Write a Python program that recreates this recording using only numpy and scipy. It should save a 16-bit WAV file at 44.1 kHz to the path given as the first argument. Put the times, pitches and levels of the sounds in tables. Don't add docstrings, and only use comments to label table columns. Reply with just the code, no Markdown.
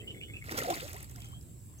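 import sys
import numpy as np
from scipy import signal
from scipy.fft import rfft, irfft
from scipy.io import wavfile
from scipy.ndimage import uniform_filter1d

SR = 44100
rng = np.random.default_rng(int(sys.argv[2]) if len(sys.argv) > 2 else 0)


def makeup_ratio(level_db):
    decades = np.asarray(level_db, float) / 20
    return 10 ** decades


def to_wav(sig):
    pcm = np.clip(np.atleast_2d(sig), -1, 1) * 32767
    pcm = np.round(pcm).astype(np.int16)
    wavfile.write(sys.argv[1], SR, pcm.T)


N = 79380

# f/Hz, level per Hz/dB
WATER_COLOUR = [(120, -10), (300, 10), (700, -5), (1080, -6.5), (1350, -0.5), (2200, -6.5), (3200, -9),
                (5000, -5.5), (7000, -6.5), (10000, -13), (13000, -5.5), (16000, -11.5)]


def fish():
    # peak t/s, level/dB, rise/s, t60/s, tilt/(dB per octave)
    gush_parts = [(0.487, -43, .002, 0.015, -3.5), (.513, -37, 0.0034, 0.069, -0.5),
                  (.522, -34, 0.0017, 0.028, -1.5), (0.542, -41.5, 0.00087, 0.17, -3.5),
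                  (0.578, -29, 0.0063, 0.089, 0.5), (0.589, -30.5, 0.0026, 0.052, -1),
                  (0.637, -44, 0.002, 0.23, -4.5), (.702, -33.5, 0.0011, 0.11, -0.5),
                  (0.742, -38.5, 0.0048, 0.11, 0.5)]
    # t/s, peak level/dB, ring f/Hz
    drops_and_burst = [(0.6342, -29, 3970), (0.7025, -24, 3530), (0.6604, -38, 3270), (0.7567, -31.5, 6770),
                       (0.783, -45, 3700), (0.807, -34, 4470), (0.8244, -37.5, 7470), (0.8789, -37, 3230),
                       (0.8954, -35, 12000), (0.9307, -33, 5760), (0.9649, -37, 7300), (0.9826, -40, 7500),
                       (1.004, -39.5, 7250), (1.028, -31.5, 8360), (1.044, -39, 7600), (1.0957, -38, 6280),
                       (1.1122, -39, 8150), (1.1595, -37.5, 5030), (1.2038, -40, 6540),
                       (1.219, -40.5, 3370), (1.2461, -42.5, 6200), (1.257, -46, 4400),
                       (1.287, -42.5, 7600), (1.3185, -46, 7600), (1.4107, -46, 4860), (1.426, -47, 5960)]
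    # start t/s, length/s, start f/Hz, end f/Hz, level/dB
    bubbles_and_knocks = [(0.492, 0.004, 1800, 2170, -33), (0.507, 0.058, 336, 268, -43.5),
                          (0.54, 0.0074, 325, 610, -40.5), (0.577, 0.016, 450, 600, -39.5),
                          (0.578, 0.031, 1316, 1400, -39), (0.599, 0.017, 1850, 2140, -37),
                          (0.603, 0.011, 560, 560, -38.5), (0.615, 0.018, 348, 700, -37),
                          (0.622, 0.0087, 1360, 1370, -34), (0.64, 0.036, 744, 662, -40),
                          (0.67, 0.017, 464, 557, -37.5), (0.677, 0.03, 716, 728, -35.5),
                          (0.683, 0.037, 548, 642, -31.5), (0.704, 0.012, 680, 780, -27.5),
                          (0.689, 0.062, 369.2, 305, -38.5), (0.713, 0.024, 675, 754, -38),
                          (0.719, 0.0268, 950, 1153, -41), (0.769, 0.031, 657, 703, -52),
                          (0.816, 0.057, 449, 676, -46), (.938, 0.029, 600, 870, -52),
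                          (0.939, 0.031, 402, 420, -52), (.956, 0.034, 884, 1240, -53),
                          (0.962, 0.013, 1975, 1990, -51), (1.154, 0.015, 1240, 1750, -53.5),
                          (1.16, 0.059, 743, 652, -62.5), (1.171, 0.034, 930, 1190, -64),
                          (1.307, 0.013, 1040, 1060, -64.5), (1.329, 0.012, 974, 1270, -55.5)]
    bank_t60_s, bank_db = 0.2, -19
    water = spray()
    for row in gush_parts:
        add(water, *gush(*row))
    for row in drops_and_burst:
        add(water, *tick_and_ring(*row))
    for row in bubbles_and_knocks:
        add(water, *glide(*row, warble=0.03))
    ports = (left_port(water), water)
    return np.array([port + makeup_ratio(bank_db) * tail(water, bank_t60_s) for port in ports])


def left_port(water):
    # f/Hz, lag/rad
    phase_lag = [(0, 0), (800, 1.5), (1250, 2.5), (2300, 4), (3900, 7.5), (12300, 21.3), (22050, 40)]
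    # f/Hz, level/dB
    left_colour = [(300, -1), (1200, 0.5), (2500, 1.5), (5000, -4.5), (8500, -0.5), (13000, -7)]
    unlike, unlike_above_hz, scatter_t60_s = 1.6, 1900, 0.006
    hz = np.fft.rfftfreq(N, 1 / SR)
    late = irfft(rfft(water) * np.exp(-1j * over(phase_lag, hz)), N)

    t = np.arange(256) / SR
    scatter = rng.standard_normal(256) * makeup_ratio(-60 * t / scatter_t60_s)
    scatter /= np.linalg.norm(scatter)
    shifting = evened(uniform_filter1d(rng.standard_normal(N), size=150))
    treble = colour(late, lambda f: -20 * np.log10(1 + (unlike_above_hz / f) ** 2))
    late += unlike * signal.oaconvolve(shifting * treble, scatter)[:N]

    def balance_db(f):
        added = unlike / (1 + (unlike_above_hz / f) ** 2)
        return read(left_colour, f) - 10 * np.log10(1 + added ** 2)
    return colour(late, balance_db)


def gush(peak, level_db, rise, t60, tilt_db):
    lumpy_db = 2.5
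    t = np.arange(8192) / SR - 3 * rise
    lumps = makeup_ratio(lumpy_db * evened(uniform_filter1d(rng.standard_normal(8192), 50)))

    def hiss_db(hz):
        bass_cut = 10 * np.log10(1 + (500 / hz) ** 4)
        return read(WATER_COLOUR, hz) + tilt_db * np.log2(hz / 3000) - bass_cut
    hiss = colour(rng.standard_normal(8192), hiss_db)
    shape = np.where(t < 0, np.exp(-(t / rise) ** 2), makeup_ratio(-60 * t / t60))
    return peak - 3 * rise, makeup_ratio(level_db) * shape * lumps * evened(hiss)


def glide(start, length, from_hz, to_hz, level_db, warble):
    swell_shape, flutter_db = 0.65, 2.8
    u = np.arange(round(length * SR)) / (length * SR)
    wobble = evened(uniform_filter1d(rng.standard_normal(16384), size=200))[:len(u)]
    hz = (from_hz + (to_hz - from_hz) * u) * (1 + warble * wobble)
    flutter = evened(uniform_filter1d(rng.standard_normal(16384), size=120))[:len(u)]
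    swell = np.sin(np.pi * u ** swell_shape) * makeup_ratio(flutter_db * flutter)
    tone = np.sin(2 * np.pi * np.cumsum(hz) / SR)
    return start, np.sqrt(2) * makeup_ratio(level_db) * swell * tone


def tick_and_ring(s, peak_db, hz):
    tick_db, tick_t60_s, tick_octaves = -2, 0.012, 1
    ring_db, ring_t60_s = -6, 0.016
    t = np.arange(1024) / SR

    def tick_colour_db(f):
        octaves_off = np.log2(f / hz / 1.48)
        return np.maximum(-6 * (octaves_off / tick_octaves) ** 2, -60)
    tick = evened(colour(rng.standard_normal(1024), tick_colour_db))
    tick = tick * makeup_ratio(tick_db - 60 * t / tick_t60_s)
    ring = np.sin(2 * np.pi * hz * t * (1 + 8 * t)) * makeup_ratio(ring_db - 60 * t / ring_t60_s)
    onset = np.minimum(t / 0.00056, 1)
    return s, makeup_ratio(peak_db) * onset * (tick + ring)


def spray():
    # t/s, level/dB
    spray_level = [(.436, -100), (.441, -52.5), (.5, -48.5), (.53, -45), (.62, -41), (.69, -42.5),
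                   (.74, -42.5), (.86, -46), (1.04, -53.5), (1.07, -64), (1.1, -59.5), (1.2, -59.5),
                   (1.26, -58.5), (1.35, -68), (1.5, -110)]
    hiss_share, froth_db = 0.4, -10
    hiss = rng.standard_normal(N)
    specks = grains(905, 15500, few=0.84, many=7.3, per_s=6000, spread_db=4.2)
    froth = grains(530.4, 4590, few=8.4, many=22, per_s=900, spread_db=2.5)
    mix = hiss_share * hiss + (1 - hiss_share) * specks + makeup_ratio(froth_db) * froth
    coloured = evened(colour(clumped(mix), lambda hz: read(WATER_COLOUR, hz)))
    return makeup_ratio(over(spray_level, np.arange(N) / SR)) * coloured


def grains(low_hz, high_hz, few, many, per_s, spread_db):
    out = np.zeros(N)
    for hz in np.geomspace(low_hz, high_hz, num=24):
        cycles = few + (many - few) * rng.random()
        u = np.linspace(0, 1, int(cycles * SR / hz) + 2)
        grain = np.sin(2 * np.pi * cycles * u * (1 + 0.13 * u)) * np.sqrt(u) * (1 - u) ** 2
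        grain /= np.linalg.norm(grain)
        lands = rng.random(N) < per_s / 24 / SR
        size = makeup_ratio(spread_db * np.minimum(rng.exponential(1, N), 3)) * lands
        out += np.sqrt(hz / 1000) * signal.oaconvolve(size, grain)[:N]
    return evened(out)


def clumped(x):
    clump_db = 2.2
    z = signal.stft(x, nperseg=256, noverlap=192)[2]
    patches = rng.standard_normal(z.shape[::-1]).T
    patches = uniform_filter1d(patches, size=14, axis=0)
    patches = evened(uniform_filter1d(patches, size=9, axis=1))
    return signal.istft(z * makeup_ratio(clump_db * patches), nperseg=256, noverlap=192)[1][:N]


def birds():
    # start t/s, length/s, start f/Hz, end f/Hz, level/dB
    notes = [(0, 0.023, 3110, 3160, -54.5), (0.006, 0.019, 2620, 2720, -57),
             (0.018, 0.057, 1943, 2225, -61.5), (0.069, 0.044, 2920, 3124, -47.5),
             (0.097, 0.035, 2960, 2990, -46.5), (0.144, 0.017, 2113, 2170, -50),
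             (.16, 0.033, 2170, 2200, -57), (0.206, 0.027, 2450, 2775, -51),
             (0.221, 0.036, 2944, 3033, -45), (0.278, 0.045, 2126, 2210, -57),
             (0.335, 0.027, 2485, 2720, -47.5), (0.359, 0.0365, 2752, 2430, -49),
             (0.412, 0.019, 2170, 2150, -52)]
    # start t/s, length/s, start f/Hz, end f/Hz, level/dB
    whistles = [(0.109, 0.35, 3398, 3403, -64), (1.188, 0.14, 3220, 3120, -61),
                (1.201, .07, 2300, 2605, -65.5), (1.313, 0.083, 3110, 3300, -59.5),
                (1.784, 0.021, 6160, 6460, -58)]
    warble, blur_hz, blur_depth = 0.01, 200, 0.6
    echo_t60_s, echo_db = 0.13, -8
    song = np.zeros(N)
    for row in notes:
        add(song, *glide(*row, warble))
    blur = colour(rng.standard_normal(N), lambda hz: -20 * np.log10(1 + (hz / blur_hz) ** 2))
    song *= 1 + blur_depth * evened(blur)
    for row in whistles:
        add(song, *glide(*row, warble / 2))
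    return np.array([np.roll(song, 7 * side) + makeup_ratio(echo_db) * tail(song, echo_t60_s)
                     for side in range(2)])


def insects():
    # centre f/Hz, width/Hz, level/dB
    chorus = [(7600, 630, -63), (8240, 530, -71), (10880, 1150, -72)]
    buzz_hz, buzz_depth = 118.5, 0.068
    t = np.arange(N) / SR
    out = np.zeros((2, N))
    for centre_hz, width_hz, level_db in chorus:
        def band_db(hz):
            return np.maximum(-6 * ((hz - centre_hz) / width_hz * 2) ** 2, -80)
        for side in range(2):
            band = evened(colour(rng.standard_normal(N), band_db))
            buzz = 1 + buzz_depth * np.sin(2 * np.pi * (buzz_hz * t + rng.random()))
            out[side] += makeup_ratio(level_db) * band * buzz
    return out


def air():
    # f/Hz, level per Hz/dB
    air_colour = [(15, -60), (30, -51), (42, -18), (55, 6), (75, -8), (105, 1), (140, -6.5), (200, -13.5),
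                  (300, -18.5), (520, -32.5), (900, -38.5), (1840, -43.5), (4000, -44), (6300, -43),
                  (15800, -40.5)]
    # f/Hz, likeness (1 = same)
    likeness = [(60, 0.85), (180, 0.72), (550, 0.49), (1650, 0.063), (4970, 0.19), (15000, -0.068)]
    # f/Hz, left minus right/dB
    side_lean = [(60, -1.8), (240, -1.1), (950, 0.82), (3770, -0.85), (15000, -0.28)]
    # t/s, level/dB
    rumble = [(0, 0), (.3, 1), (.6, 3.5), (.95, 2), (1.4, 3.5), (1.6, -3), (1.8, -2)]
    # t/s, level/dB
    drone = [(0, 11.5), (.15, 13.5), (.35, 11.5), (.5, -16), (1, -2.5), (1.3, 2), (1.8, 0)]
    drone_hz, drone_octaves, patchy_db = 474, 0.59, 3
    level_db = -49.5
    left_lag_s = 0.00025
    frames, hz = N // 512 + 5, np.fft.rfftfreq(2048, 1 / SR)
    t = np.arange(frames) * 512 / SR
    a, b, c, d, patches = rng.standard_normal((frames, 1025, 5)).T
    patches = evened(uniform_filter1d(uniform_filter1d(patches, 16, 0), 6, 1))

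    same = np.clip(read(likeness, hz), -0.5, 1)[:, None]
    left, other = a + 1j * b, c + 1j * d
    right = same * left + np.sqrt(1 - same ** 2) * other
    z = np.array([left, right]) / np.sqrt(1 + same)

    band = np.exp(-(np.log2((hz + 1) / drone_hz) / drone_octaves) ** 2)[:, None]
    low = 1 / (1 + (hz / 200) ** 4)[:, None]
    lean = read(side_lean, hz)[:, None] / 2
    z *= makeup_ratio(read(air_colour, hz)[:, None] + patchy_db * (1 - low) * patches + np.array([lean, -lean]))
    z[0] *= np.exp(-2j * np.pi * np.minimum(hz, 300) * left_lag_s)[:, None]

    middle = signal.istft(z.mean(0), nperseg=2048, noverlap=1536)[1]
    scale = makeup_ratio(level_db) / np.sqrt(np.mean(middle ** 2))
    z *= makeup_ratio(band * over(drone, t) + low * over(rumble, t))
    return scale * signal.istft(z, nperseg=2048, noverlap=1536)[1][:, :N]


def tail(x, t60):
    t = np.arange(round(SR / 2)) / SR
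    taps = rng.standard_normal(len(t)) * makeup_ratio(-60 * t / t60) * np.minimum(t / 0.006, 1)
    return signal.fftconvolve(x, taps / np.linalg.norm(taps))[:N]


def colour(x, db_of):
    hz = np.fft.rfftfreq(len(x), 1 / SR) + 1
    return irfft(rfft(x) * makeup_ratio(db_of(hz)), len(x))


def evened(x):
    return x / np.sqrt(np.mean(x ** 2) + 1e-20)


def read(points, hz):
    f, value = np.transpose(points)
    return np.interp(np.log(hz + 1), np.log(f + 1), value)


def over(points, x):
    return np.interp(x, *np.transpose(points))


def add(mix, s, sound):
    part = mix[max(round(s * SR), 0):][:len(sound)]
    part += sound[:len(part)]


def scene():
    return fish() + birds() + insects() + air()


def low_pass(x):
    return signal.sosfilt(signal.butter(12, 15940, fs=SR, output="sos"), x)


def record(dry):
    bass_cut = signal.butter(3, 40, "high", fs=SR, output="sos")
    return low_pass(signal.sosfilt(bass_cut, dry))


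dry = scene()
out = record(dry)
to_wav(out)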